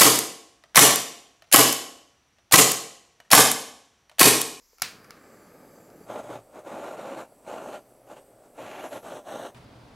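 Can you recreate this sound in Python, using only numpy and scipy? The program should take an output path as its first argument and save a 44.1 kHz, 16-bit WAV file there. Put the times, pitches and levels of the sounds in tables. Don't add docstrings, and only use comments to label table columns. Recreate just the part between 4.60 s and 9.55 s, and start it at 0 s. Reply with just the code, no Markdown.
import sys
import numpy as np
from scipy import signal
from scipy.fft import rfft, irfft, next_fast_len
from scipy.io import wavfile
from scipy.ndimage import map_coordinates

SR = 44100
rng = np.random.default_rng(int(sys.argv[2]) if len(sys.argv) > 2 else 0)


def store_wav(level_fs):
    pcm = np.round(np.clip(np.atleast_2d(level_fs), -1, 1) * 32767)
    wavfile.write(sys.argv[1], SR, pcm.T.astype(np.int16))


N = 218098

LIT_S, CLOSE_S = 0.217, 1.452

# t/s, length/s, level/dB, extra rasp/dB, extra spray/dB
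PEAK_CONTACTS = [(1.503, 0.098, -37.5, -1, -1.5), (1.624, 0.073, -46.5, 0, .5), (1.699, 0.057, -38, -1, -2),
                 (1.951, 0.045, -45.5, -1.5, -2), (2.074, 0.27, -39, -1, -2),
                 (2.38, .173, -38.5, -0.5, -2.5), (2.576, 0.031, -36.5, -0.5, -1),
                 (2.884, 0.1, -38.5, -1, -1.5), (3.003, .1, -40, -2.5, -0.5),
                 (3.126, 0.03, -39.5, 2.5, 0.5), (3.502, 0.029, -45.5, -1, -1),
                 (3.568, 0.0097, -48.5, 2, -1.5), (3.841, 0.022, -59.5, 0.5, 2),
                 (3.992, 0.06, -41.5, 2.5, -1.5), (4.064, 0.16, -42, 6, -0.5), (4.235, 0.025, -37.5, 2, 1),
                 (4.327, 0.038, -39, 4, 3), (4.455, 0.12, -40.3, 1, 2), (4.685, 0.18, -38.5, 1.5, 1)]
ATTACK_S, RELEASE_S, EDGE_POWER = 0.019, 0.024, 1.09
SURGE_DB, SURGE_HZ = 0.63, 21.6
ROAR_DB, RASP_DB, SPRAY_DB, RUMBLE_DB = 1.23, -14, -17.5, -24
FULL_CONTACT_DB, SPRAY_FOLLOWS = -43.5, 0.74

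# f/Hz, relative level per Hz/dB
ROAR_COLOUR = [(60, -22), (100, -31.5), (175, -12), (260, -3.5), (340, -1.5), (430, -3), (540, 1.5),
               (700, -1.5), (860, -1), (1000, -9), (1130, -6), (1270, -10.5), (1480, -11.5), (1800, -23)]
RASP_COLOUR = [(1300, -6), (1650, 2.5), (2100, -0.5), (2800, 1), (3400, -4.5), (3900, -5), (4500, -8.5),
               (5200, -18), (6500, -16)]
SPRAY_COLOUR = [(4000, -22), (5100, -6.5), (5800, -1.5), (7400, 2.5), (8800, -3), (11500, -5.5),
                (13000, -8), (14200, -10.5), (16000, -21)]
# t/s, length/s, level/dB
SPILL_PUFFS = [(1.634, 0.16, -58.5), (4.006, .05, -61)]
# t/s, extra path/m, strength/0-1
PLATE_ECHO = [(1.5, .24, 0.36), (2.1, 0.232, 0.23), (3.6, 0.17, 0.13), (3.97, .081, .18),
              (4.28, 0.084, 0.26), (4.34, 0.148, 0.1), (4.8, 0.141, 0.63)]
# f/Hz, width/Hz, relative level/dB
HOLLOW_NOTES = [(117, 14.6, 12.5), (620, 69, 0), (1009, 9.2, 0), (1389, 29, 1)]

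# f/Hz, relative level per Hz/dB
FAR_FLAME_COLOUR = [(50, -16), (90, -7), (170, -1.5), (300, 1.5), (380, -1), (470, 2.5), (620, -3.5),
                    (740, -6), (880, -6.5), (1100, -35)]
FLAME_EDGE_COLOUR = [(800, -29), (1050, -4.5), (1230, 1.5), (1400, -6.5), (1580, -2.5), (1900, -9),
                     (2250, -9.5), (2700, -18.5), (3600, -24.5), (5000, -19)]
NEAR_FLAME_COLOUR = [(50, -21), (85, -15), (170, -9), (260, -1), (430, -0.5), (540, 2.5), (620, -1.5),
                     (780, -2), (1000, -14), (1220, -12.5), (1700, -21), (2300, -32), (3400, -31),
                     (4500, -35)]
BURN_DB, BURN_DB_PER_S = -57.5, 5
EDGE_DB, EDGE_DB_PER_S = -56, -7.5
FLARE_S, FLARE_LENGTH_S, FLARE_DB = 0.99, 0.026, 1

# f/Hz, relative level per Hz/dB
COLD_GAS_COLOUR = [(1760, -61), (3000, -26), (5040, -5), (6900, -7.5), (7460, -10), (8580, -23),
                   (13800, -10), (16000, -28)]
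LIT_GAS_COLOUR = [(3000, -5.5), (4600, 1.5), (7500, -2.5), (9500, 3), (12000, 3), (16000, -1)]
# f/Hz, width of each filter pass/Hz, relative level/dB
FAR_HISS_BANDS = [(4720, 260, -0.5), (6130, 490, -2), (7540, 1000, 3), (11360, 1200, 0), (13100, 850, -2),
                  (14800, 860, -12)]
NEAR_HISS_BANDS = [(4700, 540, -10.5), (5900, 600, -10), (8140, 1400, 1.5), (11200, 780, 0.5),
                   (13750, 800, -11), (15200, 700, -21)]
# t/s, prominence/dB, tilt/dB per octave
TORCH_TURN = [(.3, -6.5, -3), (1.12, 2.5, 2), (1.44, 4.5, -0.5), (1.5, 1, -6), (3.1, 1, -1),
              (3.3, 6.5, 1.5), (3.85, 0.5, -4), (4.02, 6.5, 13), (4.35, 11, 15), (4.65, -4, -8)]
COLD_GAS_DB, FAR_GAS_DB, NEAR_GAS_DB = -65.5, -65.5, -68.5
HISS_WANDER, HISS_SWELL_DB = 0.012, 2.8

# t/s, blow level/dB
IGNITER_SNAP = [(.2197, -16.5), (.2211, -18), (.2223, -18.5)]
# t/s, blow level/dB
FINGER_TICKS = [(.184, -41.5), (.198, -42), (.444, -44), (.447, -46), (.5055, -44), (.5072, -29.5),
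                (1.302, -47)]
# f/Hz, width/Hz, relative level/dB
TORCH_BODY = [(112, 62, -8.5), (736, 99, 0.5), (1360, 83, 10), (2230, 85, 6), (2810, 160, -1),
              (4960, 500, 5), (6030, 390, 0), (6500, 210, 1), (7300, 230, 1), (9200, 300, -19),
              (10320, 440, 6), (11350, 230, -14), (11400, 300, 2), (13000, 400, 2.5), (15000, 900, -7)]
# f/Hz, relative level per Hz/dB
CRACK_COLOUR = [(700, 3.5), (2600, -2), (3500, -11.5), (5000, -7), (13000, 0), (16000, 3)]
# t/s, blow level/dB
HAND_BUMPS = [(.015, -54), (.132, -45.5)]

# f/Hz, relative level per Hz/dB
WALL_COLOUR = [(100, 0.5), (500, -5.5), (1000, -1), (2400, 5), (3400, -1), (4300, 4), (6000, -2),
               (9000, -7), (15000, -13)]
# f/Hz, time/s
WALL_DECAY = [(150, 1), (1000, 0.31), (4000, 0.34), (14000, 0.32)]
# f/Hz, relative level per Hz/dB
ROOM_COLOUR = [(22, 10), (60, -22), (130, -11), (220, -4.5), (400, -4), (750, -9), (950, -2), (1120, -3),
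               (1400, -9.5), (2200, -7), (3500, -17)]
ROOM_DB = -71
# f/Hz, rms level/dB
MAINS_HUM = [(49.5, -78.5)]
CUTOFF_HZ = 15750


def striking_flame(eddy_db=1.25, sputter_db=1.0):
    strength, rasp_strength, spray_strength = turbulence()
    eddies = from_db(eddy_db * flutter(rate_hz=81))
    sputter = from_db(sputter_db * flutter(rate_hz=190))
    roar = strength * rms_one(hollow(noise(ROAR_COLOUR)) * eddies)
    rasp = rasp_strength * off_plate(noise(RASP_COLOUR) * eddies * sputter)
    spray = spray_strength * off_plate(noise(SPRAY_COLOUR) * sputter)
    puffs = sum(from_db(db) * envelope(start, length) for start, length, db in SPILL_PUFFS)
    rumble_strength = from_db(RUMBLE_DB) * spray_strength + puffs
    rumble = rumble_strength * noise([(65, -10), (120, 8.5), (170, 0)])
    return from_db(ROAR_DB) * roar + from_db(RASP_DB) * rasp + from_db(SPRAY_DB) * spray + rumble


def turbulence():
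    strength = np.zeros((3, N))
    full = from_db(FULL_CONTACT_DB)
    for start, length, db, rasp_db, spray_db in PEAK_CONTACTS:
        roar = from_db(db) * envelope(start, length)
        rasp = from_db(rasp_db) * roar
        spray = from_db(FULL_CONTACT_DB + spray_db) * (roar / full) ** SPRAY_FOLLOWS
        strength = np.maximum(strength, [roar, rasp, spray])
    return strength * from_db(SURGE_DB * flutter(rate_hz=SURGE_HZ))


def envelope(start, length):
    t = np.arange(N) / SR - start
    away = np.clip(np.maximum(-t / ATTACK_S, (t - length) / RELEASE_S), 0, 10)
    return np.exp(-away ** EDGE_POWER)


def off_plate(x):
    path_m, strength = in_time(PLATE_ECHO)
    delay = path_m / 343 * SR
    return rms_one(x - strength * read_at(x, np.arange(N) - delay))


def hollow(x):
    return rms_one(x + sum(resonate(x, [note]) for note in HOLLOW_NOTES))


def free_flame(lit, close, near_db=-57.5, flicker_db=1.3, sway_db=0.5):
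    t = np.arange(N) / SR
    since_lit = t - LIT_S
    flare_db = FLARE_DB * np.exp(-((t - FLARE_S) / FLARE_LENGTH_S) ** 2)
    burn_db = BURN_DB + BURN_DB_PER_S * since_lit + flare_db + sway_db * flutter(rate_hz=14)
    burn = from_db(burn_db) * noise(FAR_FLAME_COLOUR)
    edge = from_db(EDGE_DB + EDGE_DB_PER_S * since_lit) * noise(FLAME_EDGE_COLOUR)
    near = from_db(near_db) * hollow(noise(NEAR_FLAME_COLOUR))
    flicker = from_db(flicker_db * flutter(rate_hz=69))
    return lit * ((1 - close) * (burn + edge) + close * near) * flicker


def gas(lit, close, bands_db=-9.5, broad_db=-3.5):
    prominence_db, tilt_db = in_time(TORCH_TURN)
    wavering = np.arange(N) + np.cumsum(HISS_WANDER * flutter(rate_hz=4))
    broad = from_db(broad_db) * noise(LIT_GAS_COLOUR)
    band_gain = from_db(bands_db + prominence_db)
    far = broad + band_gain * read_at(hiss_bands(FAR_HISS_BANDS, tilt_db), wavering)
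    near = broad + band_gain * read_at(hiss_bands(NEAR_HISS_BANDS, tilt_db), wavering)
    burning = (1 - close) * from_db(FAR_GAS_DB) * far + close * from_db(NEAR_GAS_DB) * near
    return (1 - lit) * from_db(COLD_GAS_DB) * noise(COLD_GAS_COLOUR) + lit * burning


def hiss_bands(bands, tilt_db):
    out = 0
    for hz, width, db in bands:
        once = resonate(rng.standard_normal(N), [(hz, width, 0)])
        twice = resonate(once, [(hz, width, 0)])
        level_db = db + tilt_db * np.log2(hz / 10000) + HISS_SWELL_DB * flutter(rate_hz=3.1)
        out = out + rms_one(twice) * from_db(level_db)
    return out


def clicks(events, crack_db, crack_s, ring_db, room_db, soft_hz):
    blows = strikes(events)
    crack_fade = signal.lfilter([1], [1, -np.exp(-1 / (crack_s * SR))], blows + 1e-18)
    crack = from_db(crack_db) * crack_fade * noise(CRACK_COLOUR)
    ring = from_db(ring_db) * resonate(blows, TORCH_BODY)
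    sound = ring + crack + from_db(room_db) * kitchen(blows)
    return signal.sosfilt(signal.butter(1, soft_hz, fs=SR, output="sos"), sound)


def handling():
    return resonate(strikes(HAND_BUMPS), [(476, 65, 33.4)])


def strikes(events):
    blows = np.zeros(N)
    for s, db in events:
        blows[round(s * SR)] += from_db(db)
    return blows


def surroundings(x, echo_db=-21, count=14):
    bright = signal.sosfilt(signal.butter(1, 1200, "high", fs=SR, output="sos"), x)
    lags = (rng.uniform(0.002, 0.02, count) * SR).astype(int)
    return x + from_db(echo_db) * sum(np.pad(bright, (lag, 0))[:N] for lag in lags)


def kitchen(blows):
    diffuse = (noise(WALL_COLOUR), noise(WALL_COLOUR))
    tail = 0
    edges = np.geomspace(60, 17000, 9)
    for k, (low, high) in enumerate(zip(edges, edges[1:])):
        band_filter = signal.butter(2, [low, high], "band", fs=SR, output="sos")
        band = signal.sosfilt(band_filter, diffuse[k % 2])
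        t60 = at_hz(WALL_DECAY, np.sqrt(low * high))
        keep = from_db(-60 / (SR * t60)) ** 2
        energy = signal.lfilter([1 - keep], [1, -keep], blows ** 2 + 1e-18)
        tail = tail + band * np.sqrt(energy)
    return tail


def room_tone():
    t = np.arange(N) / SR
    hum = 0
    for hz, db in MAINS_HUM:
        hum = hum + np.sqrt(2) * from_db(db) * np.sin(2 * np.pi * (hz * t + rng.random()))
    return from_db(ROOM_DB) * noise(ROOM_COLOUR) + hum


def noise(spectrum):
    size = next_fast_len(N, True)
    hz = np.fft.rfftfreq(size, 1 / SR) + 1e-3
    skirts = np.minimum(1, np.minimum(hz / spectrum[0][0], spectrum[-1][0] / hz)) ** 4
    white = rfft(rng.standard_normal(size))
    return rms_one(irfft(white * from_db(at_hz(spectrum, hz)) * skirts, size)[:N])


def flutter(rate_hz):
    return noise([(rate_hz / 10, 0), (rate_hz, 0)])


def resonate(x, modes):
    out = 0
    for k, (hz, width, db) in enumerate(modes):
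        r = np.exp(-np.pi * width / SR)
        poles = [1, -2 * r * np.cos(2 * np.pi * hz / SR), r * r]
        ring = (1 - r * r) / 2 * signal.lfilter([1, 0, -1], poles, x + 1e-18)
        out = out + (-1) ** k * from_db(db) * ring
    return out


def read_at(x, samples):
    return map_coordinates(x, [samples], order=3, mode="mirror")


def in_time(rows):
    s, *columns = np.transpose(rows)
    return [np.interp(np.arange(N) / SR, s, c) for c in columns]


def at_hz(points, hz):
    f, value = np.transpose(points)
    return np.interp(np.log(hz + 1e-3), np.log(f), value)


def after(start, rise):
    return np.clip((np.arange(N) / SR - start) / rise, 0, 1)


def from_db(db):
    return 10 ** (np.asarray(db) / 20)


def rms_one(x):
    return x / np.sqrt(np.mean(x ** 2) + 1e-20)


def scene():
    lit = after(LIT_S, rise=0.09)
    close = after(CLOSE_S, rise=0.0039)
    torch = surroundings(close * striking_flame() + free_flame(lit, close) + gas(lit, close))
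    snap = clicks(IGNITER_SNAP, crack_db=-10.0, crack_s=0.00078, ring_db=20.5, room_db=12.5, soft_hz=16700)
    ticks = clicks(FINGER_TICKS, crack_db=-1.0, crack_s=0.00083, ring_db=19, room_db=7, soft_hz=3950)
    mono = torch + snap + ticks + handling() + room_tone()
    return np.stack([mono, mono])


def record(dry, side_noise_db=-76):
    colour = [(20, 29), (60, 20), (250, 1), (1000, -16.0), (2000, -9), (15000, 3.5)]  # f/Hz, level/dB
    faint = np.stack([noise(colour) for channel in dry])
    top_cut = signal.ellip(10, 0.1, 80, CUTOFF_HZ, fs=SR, output="sos")
    return signal.sosfilt(top_cut, dry + from_db(side_noise_db) * faint)


dry = scene()
out = record(dry)
store_wav(out)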